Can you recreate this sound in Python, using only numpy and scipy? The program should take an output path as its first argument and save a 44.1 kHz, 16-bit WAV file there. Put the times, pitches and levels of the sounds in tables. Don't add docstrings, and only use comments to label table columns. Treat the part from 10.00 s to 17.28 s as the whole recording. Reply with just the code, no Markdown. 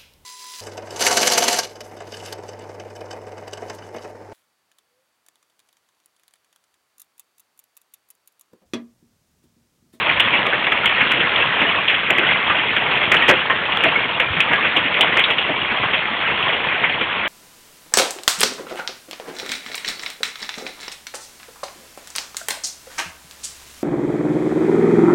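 import sys
import numpy as np
from scipy import signal
from scipy.fft import rfft, irfft
from scipy.io import wavfile
from scipy.ndimage import uniform_filter1d

SR = 44100
rng = np.random.default_rng(int(sys.argv[2]) if len(sys.argv) > 2 else 0)


def materialize(psi):
    bounded = np.clip(np.atleast_2d(psi).T, -1, 1)
    quanta = np.round(bounded * 32767).astype(np.int16)
    wavfile.write(sys.argv[1], SR, quanta)


N = 321048


def gain_of(db):
    return 10 ** (np.asarray(db) / 20)


def evened(x):
    return x / np.sqrt(np.mean(x ** 2) + 1e-20)


def read(points, hz):
    f, value = np.transpose(points)
    return np.interp(np.log(hz + 1), np.log(f + 1), value)


def add(mix, s, sound):
    part = mix[max(round(s * SR), 0):][:len(sound)]
    part += sound[:len(part)]


def burst(hz, spread_hz, t60, rise, size=8192):
    t, f = np.arange(size) / SR, np.fft.rfftfreq(size, 1 / SR)
    resonance = 1 / (1 + ((f - hz) / (2 * spread_hz)) ** 2) ** 2
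    modes = irfft(rfft(rng.standard_normal(size)) * resonance)
    fade = gain_of(-60 * t / t60) * (1 - np.exp(-t / rise))
    blow = modes * fade
    return blow * np.linalg.norm(fade) / np.linalg.norm(blow)


def far_rain(level_db=-3, patchy_db=2.5, flicker_db=0.5, hop_size=128):
    # (f/Hz, density/dB per Hz)
    wash_colour = [(20, -34.5), (50, -18.5), (95, -12.5), (170, -2.5), (270, -9), (450, -2.5), (750, -3),
                   (1100, -2.5), (1500, -3), (2000, 1), (2700, 0.5), (3400, -10), (4500, -3.5)]
    hz = np.fft.rfftfreq(4 * hop_size, 1 / SR)
    shape = (N // hop_size + 5, len(hz))
    real, imag, patches = rng.standard_normal((3,) + shape)
    patches = uniform_filter1d(patches, size=14, axis=0)
    patches = evened(uniform_filter1d(patches, size=7, axis=1))
    flicker = evened(uniform_filter1d(rng.standard_normal(shape[0]), size=6))[:, None]
    colour_db = read(wash_colour, hz) + patchy_db * patches + flicker_db * flicker
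    frames = (real + 1j * imag) * gain_of(colour_db)
    frames = frames * (hz < 5000)
    hiss = signal.istft(frames.T, nperseg=4 * hop_size, noverlap=3 * hop_size)[1][:N]
    return gain_of(level_db) * evened(hiss)


def pellets(level_db=-6, per_s=1100, size_db=3.5, cycles=1.88, echo=0.62, echo_t60=0.072,
            count=36, size=3000):
    # (f/Hz, level/dB)
    pellet_colour = [(300, -4.5), (600, -8), (1100, 2.5), (1500, -5), (2000, -0.5), (2700, -2.5),
                     (3600, -3)]
    t, out = np.arange(size) / SR, np.zeros(N)
    for hz in np.linspace(350, 3900, count):
        ring = np.exp(-t * (hz + 1000) / (2 * cycles)) * np.sin(2 * np.pi * hz * t)
        scatter = rng.standard_normal(size) * gain_of(-60 * t / echo_t60)
        scatter /= np.linalg.norm(scatter)
        tick = ring + echo * signal.fftconvolve(ring, scatter)[:size]
        tick = gain_of(read(pellet_colour, hz)) * tick / np.linalg.norm(tick)
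        chance, weight = rng.random(N), rng.exponential(1, N)
        falls = (chance < per_s / count / SR) * gain_of(size_db * np.minimum(weight, 4))
        out += signal.oaconvolve(falls, tick)[:N]
    return gain_of(level_db) * evened(out)


def near_ticks(level_db=-10, per_s=110, size_db=3.5, tick_hz=2200, spread_hz=1100, t60=0.0055,
               echo_db=-17, echo_t60=0.1, count=12):
    out = np.zeros(N)
    for _ in range(count):
        snap = burst(tick_hz, spread_hz, t60, 0.0001)
        tail = burst(tick_hz, spread_hz, echo_t60, 0.0042)
        weight = np.minimum(rng.exponential(1, N), 3)
        falls = (rng.random(N) < per_s / count / SR) * gain_of(size_db * weight)
        out += signal.oaconvolve(falls, snap + gain_of(echo_db) * tail)[:N]
    return gain_of(level_db) * evened(out)


def patter(level_db=-9.5, size_db=3.5, t60=0.092, knock_db=-9, count=170):
    out = np.zeros(N)
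    for when, pitch, spread, weight, hollow in rng.random((count, 5)):
        clack = burst(1300 + 1900 * pitch, 200 + 350 * spread, t60, 0.00024)
        knock = burst(150 + 800 * hollow, 110, t60, 0.0021)
        strength = gain_of(-size_db * np.log(weight + 0.035))
        add(out, when * N / SR, strength * (clack + gain_of(knock_db) * knock))
    return gain_of(level_db) * evened(out)


def plinks(level_db=-11.0, size_db=2.5, t60=0.087, spread_hz=25, low_hz=130, high_hz=3000, count=280):
    out = np.zeros(N)
    for when, pitch, weight in rng.random((count, 3)):
        hz = low_hz + (high_hz - low_hz) * pitch ** 2
        strength = gain_of(-size_db * np.log(weight + 0.11)) * (hz / high_hz) ** 0.38
        add(out, when * N / SR, strength * burst(hz, spread_hz, t60, 0.0012))
    return gain_of(level_db) * evened(out)


def downpour(start_db=-18.5, easing_db_per_s=0.3, surge_db=0.93, surge_hz=1.1, count=12):
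    t, surges = np.arange(N) / SR, np.zeros(N)
    for octave, phase in rng.random((count, 2)):
        hz = surge_hz * 2 ** (2 * octave - 1)
        surges += np.sin(2 * np.pi * (hz * t + phase))
    return gain_of(start_db - easing_db_per_s * t + surge_db * evened(surges))


def hailstones(crack_db=-2.0, crack_t60=0.035, crack_spread=1.45,
               clack_db=-2, clack_spread_hz=530, clack_t60=0.19, full_clack_db=-17, db_per_halving=5.5,
               note_db=-8, note_spread_hz=110, note_t60=0.1,
               board_db=1, board_hz=540, board_spread_hz=270, board_t60=0.15, board_lowest_hz=130,
               wall_echo_s=0.0048, wall_echo_db=-3):
    # (t/s, crack level/dB, clack level/dB, clack centre f/Hz, board knock level/dB)
    stones = [(0.094, -11.5, -12.5, 2230, -28.5), (0.198, -5, -10.5, 2950, -33),
              (0.338, -18, -11.5, 2330, -22), (0.668, -11, -20, 2360, -40), (0.720, -7, -19, 2160, -27),
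              (0.858, -8.5, -11, 2720, -28), (1.007, -9.5, -9.5, 2060, -38), (1.118, -8, -21, 2425, -34.5),
              (1.228, -20.5, -17.5, 1810, -35), (1.358, -15.5, -14.5, 2550, -38),
              (1.402, -18.5, -16.5, 2320, -27.5), (1.615, -17, -15, 2340, -19),
              (1.879, -12.5, -11.5, 2780, -35.5), (1.897, -16.5, -12.5, 2290, -37),
              (1.943, -16, -15.5, 2590, -42), (2.101, -8, -10, 2340, -16.5), (2.182, -9, -16.5, 2540, -19),
              (2.231, -14.5, -15, 1890, -38.5), (2.288, -18, -12.5, 2160, -37),
              (2.31, -16.5, -14, 2670, -36), (2.497, -14, -13.5, 1650, -28), (2.765, -9, -17.5, 2330, -36),
              (3.116, -6, -7.5, 2100, -23.5), (3.142, -7, -15.5, 2100, -19.5),
              (3.281, -11.5, -6.5, 2390, -11.5), (3.292, -9.5, -6, 1740, -11.5),
              (3.499, -9, -16.5, 1840, -39), (3.721, -12.5, -23, 2640, -34.5),
              (3.837, -8.5, -12, 2346, -16.5), (3.853, -15, -16.5, 1970, -16.5),
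              (4.198, -9.5, -11.5, 2300, -32), (4.367, -16.5, -18.5, 2320, -25),
              (4.403, -6.5, -10.5, 2630, -37), (4.512, -19.5, -14.5, 1830, -21.5),
              (4.533, -13, -13.5, 1990, -29), (4.648, -16.5, -13, 2150, -24),
              (4.763, -18.5, -13, 2790, -20.5), (5.008, -4, -7.5, 2945, -22), (5.169, -12, -11, 2160, -33),
              (5.19, -10.5, -10.5, 2600, -31), (5.239, -5, -18, 3490, -41.5),
              (5.303, -20, -13.5, 2670, -23.5), (5.383, -10, -14, 2790, -30.5),
              (5.488, -22, -20, 1980, -17.5), (5.833, -13.5, -16.5, 1520, -37),
              (5.934, -11, -15, 2620, -26.5), (6.838, -12.5, -11, 2130, -37),
              (7.011, -11.5, -19.5, 2180, -22.5)]
    out, boards = np.zeros((2, N))
    for s, crack, clack, hz, knock in stones:
        t60 = clack_t60 * 2 ** (min(clack - full_clack_db, 0) / db_per_halving)
        for delay, db in [(0, 0), (wall_echo_s, wall_echo_db)]:
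            snap = burst(hz, crack_spread * clack_spread_hz, crack_t60, 0.00018)
            add(out, s + delay, gain_of(crack + crack_db + db) * snap)
        add(out, s, gain_of(clack + clack_db) * burst(hz, clack_spread_hz, t60, 0.001))
        add(out, s, gain_of(clack + note_db) * burst(hz, note_spread_hz, note_t60, 0.0026))
        add(boards, s, gain_of(knock + board_db) * burst(board_hz, board_spread_hz, board_t60, 0.0033))
    radiation = signal.butter(2, board_lowest_hz, "highpass", fs=SR, output="sos")
    return out + signal.sosfilt(radiation, boards)


def rings(level_db=-1, spread_hz=22, rise=0.0025, t60_at_1khz=0.12, damping=0.22):
    # (t/s, f/Hz, level/dB)
    struck_notes = [(0.197, 3550, -14), (2.184, 380, -21.5), (2.498, 1185, -13), (3.215, 1884, -11),
                    (3.290, 380, -15), (3.305, 525, -14), (3.499, 1065, -14.5), (3.499, 1826, -12.5),
                    (3.862, 700, -13.5), (3.954, 2200, -8), (4.200, 512, -19), (4.304, 85, -23),
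                    (4.365, 174, -21.5), (4.533, 1663, -11.5), (5.239, 3803, -7), (5.492, 282, -24),
                    (5.833, 1068, -16)]
    out = np.zeros(N)
    for s, hz, db in struck_notes:
        t60 = t60_at_1khz * (1000 / hz) ** damping
        add(out, s, gain_of(db + level_db) * burst(hz, spread_hz, t60, rise))
    return out


def scene():
    fall = far_rain() + pellets() + near_ticks() + patter() + plinks()
    return (downpour() * fall + hailstones() + rings())[None]


def record(dry, headroom=0.81, ceiling=0.69, edge_hz=15900):
    # (f/Hz, level/dB)
    voice_band = [(8, -30.5), (25, -17), (50, -4.5), (80, -1), (3000, 1), (3350, 4), (3600, -4),
                  (3900, -11.5), (4250, -22), (4500, -35), (4800, -74.5), (5200, -100)]
    rounded = dry / (1 + (dry / headroom) ** 6) ** (1 / 6)
    response = gain_of(read(voice_band, np.fft.rfftfreq(N, 1 / SR)))
    narrow = irfft(rfft(rounded) * response, N)
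    clipped = np.clip(narrow, -ceiling, ceiling)
    lowpass = signal.firwin(511, edge_hz, window=("kaiser", 9), fs=SR)
    return signal.oaconvolve(clipped, lowpass[None], "same")


dry = scene()
out = record(dry)
materialize(out)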